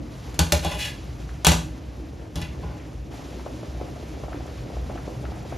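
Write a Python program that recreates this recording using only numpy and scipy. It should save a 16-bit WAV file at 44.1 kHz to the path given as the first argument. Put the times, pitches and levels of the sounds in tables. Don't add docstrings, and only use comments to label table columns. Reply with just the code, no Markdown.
import sys
import numpy as np
from scipy import signal
from scipy.fft import rfft, irfft, next_fast_len
from scipy.io import wavfile

SR = 44100
rng = np.random.default_rng(int(sys.argv[2]) if len(sys.argv) > 2 else 0)


def pcm_store(signal):
    levels = np.round(np.clip(np.atleast_2d(signal), -1, 1) * 32767)
    wavfile.write(sys.argv[1], SR, levels.astype(np.int16).T)


N = 245892

# t/s, gurgle level/dB, hiss level/dB
BOIL_VIGOUR = [(0, -39, -55), (.15, -46.5, -47), (1.0, -46, -48), (2.3, -44.5, -53), (2.65, -40.5, -49.5),
               (3.1, -48.5, -54), (3.13, -47.5, -44.5), (3.5, -42.5, -47.5), (5.58, -47, -47)]
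# t/s, level/dB, basic f/Hz
BUBBLES_AND_DRIP = [(1.291, -38, 1550), (3.395, -35.5, 930), (3.463, -22.5, 517), (3.631, -26.5, 495),
                    (3.813, -22.5, 442), (3.964, -33, 577), (4.236, -25, 510), (4.282, -30.5, 650),
                    (4.321, -30, 603), (4.3299, -32.5, 1430), (4.345, -25.5, 425), (4.4783, -40.5, 1540),
                    (4.702, -30, 510), (4.768, -28, 560), (4.898, -25, 527), (4.907, -40, 1530),
                    (4.957, -27, 620), (4.9763, -33, 1360), (5.078, -23, 440), (5.24, -29, 420),
                    (5.2528, -33.5, 1460), (5.372, -41, 634), (5.524, -25, 600)]
# t/s, crack level/dB, thump level/dB, pan ring level/dB, favoured pan f/Hz,
# wire ring level/dB, favoured wire f/Hz
SKIMMER_KNOCKS = [(0.343, -38.5, -39, -55, 800, -55, 5000), (0.3911, -12, -11.5, -15, 1180, -17, 3080),
                  (.522, -10.5, -15, -15.5, 610, -34, 3300), (0.6472, -28.5, -21, -21.5, 800, -25, 3470),
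                  (1.4474, -13.5, -35, -21, 990, -11, 3400), (1.4678, -5.5, -10, -16.5, 900, -21, 5430),
                  (1.4841, -41, -14.5, -29, 1410, -15.5, 2610), (1.5175, -20, -24.5, -19, 920, -22, 6600),
                  (2.357, -31, -26, -34, 695, -35, 3370), (2.4157, -37, -26.5, -40, 790, -28.5, 2750),
                  (2.626, -65, -30, -33.5, 780, -40, 1990)]
# start t/s, length t/s, pan rub level/dB, wire rub level/dB
SKIMMER_DRAGS = [(0.617, 0.14, -61, -58), (0.777, 0.099, -72, -52.5), (2.354, 0.1, -72, -71),
                 (2.624, .14, -71, -85)]
# f/Hz, relative level/dB, time to fall 60 dB t/s
HOB_MODES = [(163.9, 2, 0.35), (181.7, -10, 0.22), (221.4, -3, 0.051), (247, -14, 0.33), (320.8, 2, 0.2)]
# f/Hz, relative level/dB, time to fall 60 dB t/s
COUNTER_MODES = [(60.85, -2, 0.49), (83, 8.5, 0.22), (111, 3, 0.6)]
# f/Hz, relative level/dB, time to fall 60 dB t/s
PAN_MODES = [(425, -1.5, 0.11), (512, -3.5, 0.038), (588, -0.5, 0.11), (821, -5, 0.082),
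             (1008, -2.5, 0.042), (1158, -11.5, 0.083), (1452, -10.5, 0.091), (1474, -3.5, 0.086)]
# f/Hz, relative level/dB
WIRE_MODES = [(1700, -6.5), (2020, -6.5), (2480, -11), (2660, -10.5), (2860, -4.5), (3380, -4.5),
              (3600, -16), (3950, -7.5), (4460, -5.5), (5300, -4.5), (6400, -4)]
# f/Hz, relative level/dB
RUMBLE_COLOUR = [(25, -31), (40, -20.5), (58, 6), (75, -3.5), (95, -12), (120, -4), (160, -11.5),
                 (220, -18), (400, -24.5)]
# f/Hz, relative level/dB
GURGLE_COLOUR = [(150, -13), (250, 5.5), (310, 11), (400, -6.5), (600, -6), (800, -14.5), (1200, -19.5),
                 (2000, -21)]
# f/Hz, relative level/dB
HISS_COLOUR = [(300, 10.5), (800, 10), (1500, 3.5), (2500, 2), (4000, -1.5), (6000, -3.5), (8000, -7),
               (11000, -13.5), (13500, -16), (14200, -26)]
# f/Hz, relative level/dB
CRACK_COLOUR = [(200, -3), (800, 4), (1800, -5.5), (3000, -1), (5500, -3.5), (8000, -0.5), (11000, -8.5),
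                (13500, -15.5), (16000, -5.5)]
# f/Hz, likeness (1 = the same)
STEREO_LIKENESS = [(60, 0.99), (130, 1), (290, 0.82), (640, 0.47), (1410, 0.37), (2400, 0.95), (3100, 1),
                   (6800, 1), (15000, 1)]
# f/Hz, phase/radians
PORT_LEAD = [(100, 0), (950, .3), (2700, 0), (6000, 0), (7200, -1.2), (8300, -np.pi), (11100, -6.2),
             (12300, -6.5), (13600, -8.4), (14000, -9.4)]
# f/Hz, relative level/dB
KITCHEN_COLOUR = [(100, 2.5), (1000, 9.5), (13000, 3.0), (14500, 0)]

CUT_AT_S = 3.13
RUMBLE_BEFORE_CUT_DB = -35.5
RUMBLE_DB, RUMBLE_DB_PER_S = -36, 1.5
BUBBLES_DB, LUMPIER = -45.5, 1.4
TWIN_PITCH, TWIN_DB, TWIN_EARLY_S = 2.02, -11, 0.00201
MIDDLING_PER_S, MIDDLING_DB, MIDDLING_HZ = 40, -41, (357, 800)
BITE_S, LIFT_DB_PER_S, PRESS_DB = 0.017, 500, 1.5
PAN_RUB_HZ, WIRE_RUB_HZ = 840, 2640
SPOT_DB_PER_OCTAVE = 11
SPLIT = 0.035
WIRE_T60_S = .04
COUNTER_DB = 3
KITCHEN_T60_S, KITCHEN_DB = 0.35, -36.5
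CUTOFF_HZ = 15900
LEFT_RIGHT = np.array([[1], [-1]])


def amp(db):
    return 10 ** (np.asarray(db) / 20)


def rms_one(x):
    return x / np.sqrt(np.mean(x ** 2) + 1e-20)


def in_time(rows):
    s, *columns = np.transpose(rows)
    return [np.interp(np.arange(N) / SR, s, c) for c in columns]


def at_hz(points, hz):
    table_hz, values = np.array(points).T
    return np.interp(np.log(np.maximum(hz, 1)), np.log(table_hz), values)


def drift(rate):
    step = 40
    r = np.exp(-2 * np.pi * step * rate / SR)
    noise = rng.standard_normal(N // step + 2002)
    slow = signal.lfilter([1], [1, -2 * r, r * r], noise)[2000:]
    return np.interp(np.arange(N) / step, np.arange(len(slow)), rms_one(slow))


def ring(clicks, hz, t60):
    r = amp(-60 / (t60 * SR))
    w = 2 * np.pi * hz / SR
    return signal.lfilter([0, np.sin(w)], [1, -2 * r * np.cos(w), r * r], clicks + 1e-18)


def stereo_noise(spectrum, size):
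    hz = np.fft.rfftfreq(size, 1 / SR)
    mid, side = rfft(rng.standard_normal((2, size)))
    alike = np.clip(at_hz(STEREO_LIKENESS, hz), 0, 1)
    pair = np.sqrt(1 + alike) * mid + np.sqrt(1 - alike) * side * LEFT_RIGHT
    return rms_one(irfft(pair * amp(at_hz(spectrum, hz)), size))


def patchy(spectrum, shared_db, own_db, rate):
    size = next_fast_len(N)
    whole = rfft(stereo_noise(spectrum, size=size))
    octave = np.log2(np.fft.rfftfreq(size, 1 / SR) + 1)
    out, together = 0, drift(rate)
    lowest, highest = np.log2(np.array(spectrum)[[0, -1], 0])
    for centre in np.arange(np.floor(lowest), np.ceil(highest) + 1):
        share = np.clip(1 - abs(octave - centre), 0, 1)
        band = irfft(whole * share, size)[:, :N]
        out = out + band * amp(shared_db * together + own_db * drift(rate))
    return rms_one(out)


def pan_rumble():
    after_cut_s = np.arange(N) / SR - CUT_AT_S
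    growing_db = RUMBLE_DB + RUMBLE_DB_PER_S * after_cut_s
    level_db = np.where(after_cut_s < 0, RUMBLE_BEFORE_CUT_DB, growing_db)
    return amp(level_db) * patchy(RUMBLE_COLOUR, shared_db=-0.7, own_db=-0.1, rate=6.0)


def churning_water(gurgle_db):
    return amp(gurgle_db) * patchy(GURGLE_COLOUR, shared_db=-1.0, own_db=4.0, rate=6.7)


def small_bubbles(per_s, spread_db, cycles):
    sizes = amp(spread_db * np.minimum(rng.exponential(1, N), 3)) * rng.choice([-1, 1], N)
    born = rng.random(N) < per_s * amp(5 * drift(8)) / SR
    pitches = np.geomspace(180, 1900, 24)
    dealt, out = rng.integers(0, len(pitches), N), 0
    for k, hz in enumerate(pitches):
        rung = ring(sizes * born * (dealt == k), hz, cycles / hz)
        one = rung * amp(at_hz(GURGLE_COLOUR, hz)) * hz
        out = out + one * amp(rng.normal(0, 1.6) * LEFT_RIGHT)
    return rms_one(out)


def froth_hiss(hiss_db):
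    return amp(hiss_db) * patchy(HISS_COLOUR, shared_db=.6, own_db=1.2, rate=20.0)


def paired(modes):
    return [(hz * (1 + side * SPLIT), db - 3, t60) for hz, db, t60 in modes for side in (-.5, .5)]


def struck(modes, blows_db, favoured_hz, rub, rub_hz, soft_s, rattle_s):
    at, out = [round(row[0] * SR) for row in SKIMMER_KNOCKS], 0
    contact = np.hanning(max(round(soft_s * SR), 1) + 2)[1:-1]
    fade = np.exp(-1 / (rattle_s * SR + 1e-9))
    scatter_db = 2.2 * rng.standard_normal((len(at), len(modes)))
    for k, (hz, level_db, t60) in enumerate(modes):
        blows = np.zeros(N)
        away_db = SPOT_DB_PER_OCTAVE * abs(np.log2(hz / favoured_hz))
        blows[at] = amp(blows_db - away_db + scatter_db[:, k])
        rattle = signal.lfilter([0, np.sqrt(1 - fade ** 2) * fade], [1, -fade], blows)
        rubbed = rub * amp(-SPOT_DB_PER_OCTAVE * abs(np.log2(hz / rub_hz)))
        grit = (rattle + rubbed) * rng.standard_normal(N)
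        force = (-1) ** k * (1 - fade) * blows + grit
        out = out + amp(level_db) * ring(force, hz, t60)
    return signal.lfilter(contact / contact.sum(), 1, out)


def drags():
    t, out = np.arange(N) / SR, 0
    for start, length, *rub_db in SKIMMER_DRAGS:
        age = t - start
        press_db = PRESS_DB * np.sin(np.pi * np.clip(age / length, 0, 1))
        lift_db = LIFT_DB_PER_S * np.maximum(age - length, 0)
        bite = np.clip(age / BITE_S, 0, 1)
        out = out + bite * amp(press_db - lift_db + np.array(rub_db)[:, None])
    return out


def skimmer():
    _, crack_db, thump_db, pan_db, pan_hz, wire_db, wire_hz = np.transpose(SKIMMER_KNOCKS)
    pan_rub, wire_rub = drags() * amp(3.2 * drift(32))
    hits = np.zeros(N)
    hits[[round(row[0] * SR) for row in SKIMMER_KNOCKS]] = amp(crack_db)
    snap = signal.lfilter([1], [1, -np.exp(-1 / (0.0026 * SR))], hits)
    chatter = signal.lfilter([1], [1, -np.exp(-1 / (0.02 * SR))], hits)
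    noise = stereo_noise(CRACK_COLOUR, size=next_fast_len(N))[:, :N]
    crack = noise * (snap + amp(-9.0) * chatter)
    thin = signal.butter(2, 6500, "high", fs=SR, output="sos")
    rasp = amp(16.5) * wire_rub * signal.sosfilt(thin, noise)
    deep = struck(COUNTER_MODES, thump_db + COUNTER_DB, 95, 0, 92, soft_s=0.016, rattle_s=0)
    thump = struck(HOB_MODES, thump_db, 197, amp(-7) * pan_rub, 176, soft_s=0.0039, rattle_s=0)
    pan = struck(paired(PAN_MODES), pan_db, pan_hz, pan_rub, PAN_RUB_HZ,
                 soft_s=0.0004, rattle_s=0.011)
    wires = paired([(hz, db, WIRE_T60_S) for hz, db in WIRE_MODES])
    wire = struck(wires, wire_db, wire_hz, wire_rub, WIRE_RUB_HZ, soft_s=0, rattle_s=0.018)
    return crack + rasp + deep + thump + pan + wire


def kitchen(x):
    size = 32768
    t = np.arange(size) / SR
    tail = stereo_noise(KITCHEN_COLOUR, size=size)
    build_up = 1 - np.exp(-t / 0.00043)
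    tail = tail * build_up * amp(-60 * t / KITCHEN_T60_S + KITCHEN_DB)
    return signal.fftconvolve(x[None], tail, axes=1)[:, :N]


def lesser_bursts():
    when, size_db, pitch = rng.random((200, 3)).T
    times = CUT_AT_S - np.cumsum(np.log(1 - when)) / MIDDLING_PER_S
    low, high = MIDDLING_HZ
    rows = zip(times, MIDDLING_DB + 9 * size_db ** 2, low * (high / low) ** pitch)
    return [row for row in rows if row[0] < N / SR]


def drip_and_bursts():
    size = 2048
    out, t = np.zeros((2, N + size)), np.arange(size) / SR
    twins = [(s - TWIN_EARLY_S, db + TWIN_DB, hz * TWIN_PITCH) for s, db, hz in BUBBLES_AND_DRIP]
    for s, level_db, hz in BUBBLES_AND_DRIP + twins + lesser_bursts():
        age = t / (.3 / hz + .001)
        swell = age * np.exp(1 - age)
        bubble = swell * np.sin(2 * np.pi * hz * t * (0.628 + 0.12 * age))
        pan_db = rng.normal(.5, 1) * LEFT_RIGHT
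        at = round(s * SR)
        out[:, at:at + size] += amp(level_db + pan_db) * bubble
    return out[:, :N]


def scene():
    gurgle_db, hiss_db = in_time(BOIL_VIGOUR)
    rumble = pan_rumble()
    churn = churning_water(gurgle_db)
    bubbles_db = BUBBLES_DB + LUMPIER * (gurgle_db + 42)
    gurgle = amp(bubbles_db) * small_bubbles(per_s=350, spread_db=3.6, cycles=5.5)
    hiss = froth_hiss(hiss_db)
    tool, pops = skimmer(), drip_and_bursts()
    placed_tool = tool * amp(.6 * LEFT_RIGHT)
    room = kitchen((tool + pops).mean(axis=0))
    return rumble + churn + gurgle + hiss + pops + placed_tool + room


def record(dry):
    size = next_fast_len(N + 2048)
    lead = at_hz(PORT_LEAD, np.fft.rfftfreq(size, 1 / SR))
    turned = irfft(rfft(dry, size) * np.exp(.5j * lead * LEFT_RIGHT), size)[:, :N]
    no_infra = signal.sosfilt(signal.butter(2, 40, "high", fs=SR, output="sos"), turned)
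    rounded = 1.152 * np.tanh(no_infra / 1.025)
    top_cut = signal.ellip(10, .5, 70, CUTOFF_HZ, fs=SR, output="sos")
    return signal.sosfilt(top_cut, rounded)


dry = scene()
out = record(dry)
pcm_store(out)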